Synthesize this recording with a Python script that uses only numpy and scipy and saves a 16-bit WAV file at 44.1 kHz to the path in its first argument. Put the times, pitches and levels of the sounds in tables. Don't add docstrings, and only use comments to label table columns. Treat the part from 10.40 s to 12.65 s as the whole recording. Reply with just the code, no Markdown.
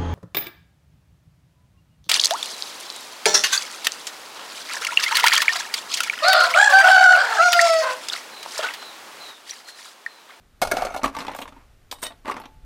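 import sys
import numpy as np
from scipy import signal
from scipy.fft import rfft, irfft, next_fast_len
from scipy.io import wavfile

SR = 44100
rng = np.random.default_rng(int(sys.argv[2]) if len(sys.argv) > 2 else 0)


def digitize_waveform(pressure):
    field = np.atleast_2d(pressure).T
    bounded = np.clip(field, -1, 1)
    quanta = np.round(bounded * 32767).astype(np.int16)
    wavfile.write(sys.argv[1], SR, quanta)


N = 99225

# start_s, level_db, pitch_hz (knock), rattle_db, treble_db (of the rattle),
# thump_db (box floor), t60_s (time for the burst to fall 60 dB), tone_db (knock's own tone).
# The dB columns after level_db are relative to it, before the shared levels below.
CONTACTS = [(0.216, -6.5, 836, -13, -10.5, -12, 0.041, -11),
            (0.221, -6.5, 1260, -14, -16.5, -26, 0.05, -10.5), (0.23, -15.5, 556, -7, -9, -25, 0.039, 0),
            (0.248, -20.5, 830, -13, -15, -11, 0.069, -7), (0.271, -23, 620, -7.5, -12, -24, 0.07, -7),
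            (0.313, -6.5, 1642, -17, -12, -27.5, 0.042, -7.5),
            (0.318, -5, 1354, -17, -14.5, -50, 0.026, -1.5), (0.334, -29.5, 584, -26, -24, 9, 0.1, 6),
            (0.368, -12, 710, -11, -19.5, -26, 0.048, -3), (0.384, -19, 600, -16, -31, -8.5, 0.043, -17),
            (0.42, -14.5, 732, -14.5, -26, -25, 0.042, 3.5), (0.449, -18.5, 567, -8.5, -16, -11, 0.053, -4),
            (0.467, -21, 684, -11, -43, -40, 0.034, -2.5), (0.484, -22, 775, -30, -36, -21, 0.013, 2),
            (0.504, -24.5, 675, -26, -35, -28, 0.062, -16), (0.52, -28, 1290, -15, -23, -21, 0.085, -7),
            (0.54, -16, 1320, -24, -26, -27, 0.028, -2), (0.544, -15.5, 626, -25, -23, -18, 0.041, -5.5),
            (0.562, -22, 660, -14, -11, -14, 0.05, 1.5), (0.573, -33, 777, -3, -7, -5, 0.066, -10),
            (0.592, -28, 657, -18, -26, -13, 0.044, 1), (0.615, -27, 650, -21, -32, -24, 0.1, -7),
            (0.632, -13.5, 882, -15.5, -20, -6.5, 0.045, -3),
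            (0.64, -3.5, 1168, -23, -25.5, -42, 0.05, -3.5), (0.647, -15, 1325, -21, -19, -16, 0.092, -6),
            (0.658, -6, 1040, -18, -25, -19, 0.023, -2), (0.676, -21.5, 944, -17, -21.5, -36, 0.066, -17),
            (0.695, -33, 740, -11, -24, -14, 0.036, -2), (0.747, -30.5, 1070, -11, -19, -26, 0.04, -13),
            (0.749, -18, 1170, -20, -25, -28, 0.039, -0.5), (0.765, -14, 910, -17, -25, -21.5, 0.044, -7),
            (0.786, -14.5, 1030, -17, -20.5, -15, 0.06, -15),
            (0.803, -18.5, 1206, -11, -26, -21, 0.05, -10), (0.815, -16, 1060, -18, -34, -15, 0.031, -9),
            (0.823, -21.5, 814, -18, -34, -30, 0.022, -7),
            (0.848, -21.5, 1054, -15.5, -22, -12, 0.026, -5.5),
            (0.866, -20, 690, -13, -25, -16, 0.039, -10), (0.88, -13.5, 870, -19, -30, -14.5, 0.032, -4),
            (0.89, -18.5, 880, -28, -35, -13, 0.045, -8), (0.898, -27, 825, -15, -33, -35, 0.055, -1.5),
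            (0.914, -25.5, 1010, -19, -24, -15, 0.072, -13), (0.934, -22, 1110, -14, -41, -39, 0.04, -9),
            (0.947, -14.5, 1660, -28, -19.5, -34, 0.03, -17), (0.962, -34.5, 1130, -20, 3, -24, 0.043, 5),
            (0.987, -19.5, 805, -14, -17, -16, 0.038, -17), (1.002, -29, 725, -19, -10, -16, 0.035, 3),
            (1.013, -25.5, 950, -26, -4, -15, 0.075, -8), (1.018, -19, 1014, -6, -49, -18, 0.056, -14),
            (1.054, -27, 944, -28, -34, -30, 0.052, -5.5), (1.076, -25.5, 1060, -15, -23, -14, 0.063, -9),
            (1.089, -35.5, 1060, -17, -16, -8, 0.028, -23), (1.122, -30.5, 908, -23, -42, -11, 0.04, -2.5),
            (1.161, -42.5, 946, -34, -36, 0, 0.15, -7.5), (1.513, -23.5, 964, -3, -2, -29, 0.035, -9),
            (1.523, -23.5, 984, -15, -4, -28, 0.055, -3.5),
            (1.584, -37.5, 1070, -15, -15, -8.5, 0.054, -10), (1.618, -35, 1090, -17, 3, -27, 0.16, -14),
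            (1.624, -25, 640, -13, -10, -19, 0.025, -3), (1.627, -17, 980, -12.5, -12.5, -25, 0.049, -16),
            (1.635, -16.5, 870, -13, -3, -28, 0.027, -19), (1.646, -25.5, 1156, -12, -30, -33, 0.13, -25),
            (1.654, -25, 1052, -8, -7, -31, 0.032, -13), (1.666, -21.5, 663, -10, -9.5, -38, 0.038, -8.5),
            (1.703, -32, 681, -26, -41, -15, 0.11, -8), (1.72, -34, 630, -12, -29, -32, 0.023, -7),
            (1.847, -32, 1050, -29, -31, -5.5, 0.07, -4.5),
            (1.855, -16.5, 1472, -23.5, -29, -19, 0.034, -11.5),
            (1.866, -23, 1146, -22.5, -28, -37, 0.091, -11),
            (1.878, -15, 866, -23.5, -29, -12.5, 0.091, -14),
            (1.886, -17.5, 980, -26, -35, -22, 0.062, -13), (1.896, -16.5, 1088, -21, -37, -22, 0.061, 2.5),
            (1.911, -13, 1110, -26, -22, -45, 0.042, -18),
            (1.917, -17.5, 1220, -14.5, -37, -32, 0.045, -30), (1.94, -24.5, 1050, -14, -28, -3, 0.044, -6),
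            (1.958, -27, 1020, -24, -27, -18, 0.05, -7), (1.965, -16, 978, -27, -28, -13.5, 0.045, -12.5),
            (1.974, -28.5, 1104, -18, -36, -6, 0.13, -13), (1.998, -26, 850, -24, -15, -12, 0.047, -5),
            (2.015, -33, 1190, -8.5, -33, -7, 0.05, -7), (2.036, -29.5, 710, -20, -31, -21, 0.083, -11),
            (2.055, -28, 810, -9, -28, -9, 0.032, -7.5)]
# time_s, cardboard_db, metal_db
SCRAPE_STROKES = [
    [(0.21, -75, -70), (0.27, -42, -51), (0.386, -30, -44.5), (0.438, -29.5, -44), (0.578, -51, -68),
     (0.725, -49, -69)],
    [(0.725, -43, -60), (0.819, -38, -47.5), (0.909, -37.5, -75), (0.967, -44, -47), (1.057, -63, -69),
     (1.191, -52, -69.5), (1.35, -69.5, -78.5)],
    [(1.5, -73.5, -78), (1.622, -60.5, -59.5), (1.748, -66, -75), (1.8, -62, -68)],
    [(1.83, -66, -73), (2.014, -56, -75), (2.15, -65, -73)],
]
# pitch_hz, width_hz, level_db
NEAR_CORNER = [(698, 105, 7.5), (1453, 160, 2), (1594, 116, 2), (2203, 130, 0), (2704, 56, -7)]
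FAR_CORNER = [(280, 87, -1), (683, 243, 4.5), (870, 130, 5.5), (1142, 266, 1), (1343, 1300, -16.5),
              (2000, 300, -11.5), (2750, 600, -16)]
# pitch_hz, level_db (relative)
CARD_COLOUR = [(59, -52), (100, -22), (389, -2), (710, 2.5), (1010, -14.5), (1160, 1.5), (1770, -3),
               (4000, -27), (5200, -59.5), (8800, -120)]
# pitch_hz, level_db (relative)
METAL_COLOUR = [(1200, -31.5), (2000, -12), (2500, 2.5), (4000, 2), (7000, -3), (10000, -7.5),
                (15000, -11.5)]
# pitch_hz, level_db (relative), t60_s (when ringing freely)
THIN_PIECE = [(1900, -20, .2), (3005, -16, .18), (3742, -5, .18), (8300, -5, .15), (8478, -5, .16),
              (9250, -16, .08), (10190, -11, .25), (12040, -16, .2), (13070, -21, .08), (13910, -23, .1),
              (15005, -16, .09)]
# (per octave, around 8000 Hz)
STRIKES = [(1.514, -40, 1.16, -2), (1.59, -51, 1.9, 2), (1.621, -51, 0.71, 3), (1.629, -26, 0.58, 3.5),
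           (1.643, -30, 0.49, 0), (1.651, -38, 1, -2.5), (1.663, -32, 0.26, -10), (1.708, -64, 0.55, -10)]
# start_s, pitch_hz, level_db, t60_s
TINKLES = [(.217, 11550, -42, .2), (.451, 6400, -40, .03), (.503, 6300, -42, .04), (.503, 10500, -50, .05),
           (.786, 6900, -48, .08), (.916, 9200, -57, .08), (.916, 14770, -58, .08), (.949, 15040, -55, .12),
           (.965, 8700, -52, .03), (.987, 15040, -53, .1), (.995, 5150, -50, .04), (1.018, 14900, -53, .1),
           (1.018, 2700, -40, .035), (1.03, 9200, -62, .12), (1.642, 9250, -38, .07),
           (1.513, 4800, -26, .03), (1.513, 3200, -32, .025), (1.999, 9300, -57, .04),
           (1.999, 12620, -63, .3), (2.085, 870, -55, .6)]
# pitch_hz, width_hz, level_db
BEAD_MODES = [(4454, 145, 15), (4967, 65, 10.5), (6170, 190, 18), (8640, 90, 13.5), (9865, 52, 19),
              (10400, 32, 13.5), (12400, 39, 1), (12900, 54, 16), (13800, 140, 12), (14620, 120, 9)]
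# pitch_hz, level_db (relative)
HISS_COLOUR = [(35, -32), (60, -2), (282, -18.5), (875, -23), (960, -29.5), (1180, -23), (15000, -41)]
# time_s, level_db
RUMBLE_LEVEL = [(0.0, -61.5), (0.19, -60), (0.24, -37.5), (0.61, -52), (0.649, -36.5), (0.71, -53),
                (1.58, -56.5), (2.1, -55), (2.25, -44)]
# pitch_hz, t60_s
ROOM_DECAY = [(200, 0.34), (2000, 0.14), (12000, 0.13)]

MOVE_S = 0.61
COLLISIONS_HZ = 5000
RISE_S, SOFT_RISE_S, CLEAR_RISE_S = 0.00097, 0.0015, 0.0029
BRIGHT_DB = -15
BLOW_DB, BLOW_S = 10.5, 0.002
KNOCK_WIDTH_HZ, ROUGH_DB, CLEAR_DB = 73, -7.5, 3.5
CLEAR_SHARE = 0.62
BODY_DB, BROAD_DB, RATTLE_DB = -10, -13, 0.5
THUD_DB, THUD_HZ, THUD_T60_S = -36.5, 68.5, 0.045
THUMP_DB, THUMP_HZ, THUMP_WIDTH_HZ = -10.5, 245.5, 210
THUMP_RING_DB, THUMP_T60_S = 3, 0.074
HEAP_DB = -3
RATTLE_MID_HZ, RATTLE_TREBLE_HZ = 7000 / 2.48, 14000
WAVER_DB, WAVER_S = 4, 0.006
HISS_DB, ROOM_DB = -59.5, -11.5
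ROLL_HZ, ROLL_DB, TOP_HZ = 15250, -35, 16550


def amp(db):
    return 10 ** (np.asarray(db) / 20)


def unit(x):
    return x / np.sqrt(np.mean(x ** 2) + 1e-20)


def along(points, hz):
    f, v = np.transpose(points)
    return np.interp(np.log(hz + 1), np.log(f + 1), v)


def filtered(x, response):
    m = next_fast_len(len(x) + 8192)
    spectrum = rfft(x, m) * response(np.fft.rfftfreq(m, 1 / SR))
    return irfft(spectrum, m)[:len(x)]


def coloured(x, points):
    level = amp(along(points, np.fft.rfftfreq(4096, 1 / SR)))
    cepstrum = irfft(np.log(level + 1e-6))
    cepstrum[1:2048] *= 2
    cepstrum[2049:] = 0
    h = irfft(np.exp(rfft(cepstrum)))
    return signal.fftconvolve(x, h / np.linalg.norm(h))[:len(x)]


def resonant(x, peaks):
    def response(f):
        total = 0
        for k, (centre, width, db) in enumerate(peaks):
            peak = 1j * f * width / (centre * centre - f * f + 1j * f * width)
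            total = total + (-1) ** k * amp(db) * peak
        return total / np.sqrt(np.mean(abs(total) ** 2))
    return filtered(x, response)


def collisions(size):
    spikes = (rng.random(size) < COLLISIONS_HZ / SR) * rng.standard_normal(size)
    return unit(unit(spikes) + 0.5 * rng.standard_normal(size))


def add(track, s, x):
    part = track[round(s * SR):][:len(x)]
    part += x[:len(part)]


def ring(hz, db, t60, t):
    return amp(db - 60 * t / t60) * np.sin(2 * np.pi * hz * t) * (1 - np.exp(-t / RISE_S))


def background():
    hiss = unit(filtered(rng.standard_normal(N), lambda hz: amp(along(HISS_COLOUR, hz)) * (hz > 60)))
    rumble = unit(filtered(rng.standard_normal(N), lambda hz: hz / (1 + (hz / 35) ** 3)))
    s, db = np.transpose(RUMBLE_LEVEL)
    return amp(HISS_DB) * hiss + amp(np.interp(np.arange(N) / SR, s, db)) * rumble


def corners(drive):
    near = np.arange(N) / SR < MOVE_S
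    return resonant(drive * near, NEAR_CORNER) + resonant(drive * ~near, FAR_CORNER)


def scrapes():
    now = np.arange(N) / SR
    s, card_db, metal_db = np.transpose([row for stroke in SCRAPE_STROKES for row in stroke])
    stroking = sum((now > stroke[0][0]) & (now < stroke[-1][0]) for stroke in SCRAPE_STROKES)
    card = stroking * amp(np.interp(now, s, card_db)) * collisions(N)
    metal = stroking * amp(np.interp(now, s, metal_db)) * collisions(N)
    return 0.55 * corners(card) + 0.36 * coloured(card, CARD_COLOUR) + coloured(metal, METAL_COLOUR)


def rattle(burst, mid_db, treble_db, dropped):
    modes = [(3000 + 12000 * a ** 1.2, 90 * (1 + 2 * b), 6 * c) for a, b, c in rng.random((30, 3))]
    if dropped:
        modes = modes[:15] + list(BEAD_MODES)
    mixed = (burst + amp(HEAP_DB) * resonant(burst, modes)) / np.hypot(1, amp(HEAP_DB))
    balance = [(RATTLE_MID_HZ, mid_db), (RATTLE_TREBLE_HZ, treble_db)]
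    return filtered(mixed, lambda hz: amp(along(balance, hz)))


def contacts():
    card, floor, metal, direct = np.zeros((4, N))
    t = np.arange(SR // 5) / SR
    for s, db, hz, mid_db, treble_db, thump_db, t60, tone_db in CONTACTS:
        dropped = s < MOVE_S
        rise = RISE_S if dropped or mid_db > BRIGHT_DB else SOFT_RISE_S
        shape = amp(db - 60 * t / t60) * (1 - np.exp(-t / rise))
        blow = amp(db + BLOW_DB) * (np.arange(len(t)) == round(BLOW_S * SR))
        burst = shape * collisions(len(t)) + blow
        metal_burst = amp(RATTLE_DB) * (shape * collisions(len(t)) + blow)
        add(card, s, burst)
        add(floor, s, amp(thump_db + THUMP_DB) * burst)
        add(metal, s, rattle(metal_burst, mid_db, treble_db, dropped))

        rough = amp(tone_db + ROUGH_DB) * resonant(burst, [(hz, KNOCK_WIDTH_HZ, 0)])
        clear = ring(hz, db + tone_db + CLEAR_DB, CLEAR_SHARE * t60, t) * (1 - np.exp(-t / CLEAR_RISE_S))
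        thud = ring(THUD_HZ, db + THUD_DB, THUD_T60_S, t)
        floor_note = ring(THUMP_HZ, db + thump_db + THUMP_DB + THUMP_RING_DB, THUMP_T60_S, t)
        add(direct, s, rough + clear + thud + floor_note)
    cardboard = amp(BODY_DB) * corners(card) + amp(BROAD_DB) * coloured(card, CARD_COLOUR)
    thump = resonant(floor, [(THUMP_HZ, THUMP_WIDTH_HZ, 0)])
    return direct + cardboard + thump + coloured(metal, METAL_COLOUR)


def chimes():
    out = np.zeros(N)
    t = np.arange(SR // 2) / SR
    for s, db, ring_share, tilt_db in STRIKES:
        for hz, level, t60 in THIN_PIECE:
            waver_db = WAVER_DB * np.interp(t / WAVER_S, np.arange(100), rng.standard_normal(100))
            note_db = db + level + tilt_db * np.log2(hz / 8000) + waver_db
            add(out, s, ring(hz, note_db, t60 * ring_share, t))
    for s, hz, db, t60 in TINKLES:
        add(out, s, ring(hz, db, t60, t))
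    return out


def room(x):
    hz, t, z = signal.stft(rng.standard_normal(SR // 2), SR, nperseg=256)
    fade = amp(-60 * t / along(ROOM_DECAY, hz)[:, None])
    tail = signal.istft(z * fade, SR, nperseg=256)[1]
    late = np.pad(x, (200, 0))
    return signal.fftconvolve(late, tail / np.linalg.norm(tail))[:N]


def scene():
    trinkets = scrapes() + contacts() + chimes()
    return (trinkets + amp(ROOM_DB) * room(trinkets) + background())[None]


def record(dry):
    def response(hz):
        fade = np.clip((hz - ROLL_HZ) / 500, 0, 1)
        return amp(ROLL_DB * fade) * (hz < TOP_HZ)
    return filtered(dry[0], response)[None]


dry = scene()
out = record(dry)
digitize_waveform(out)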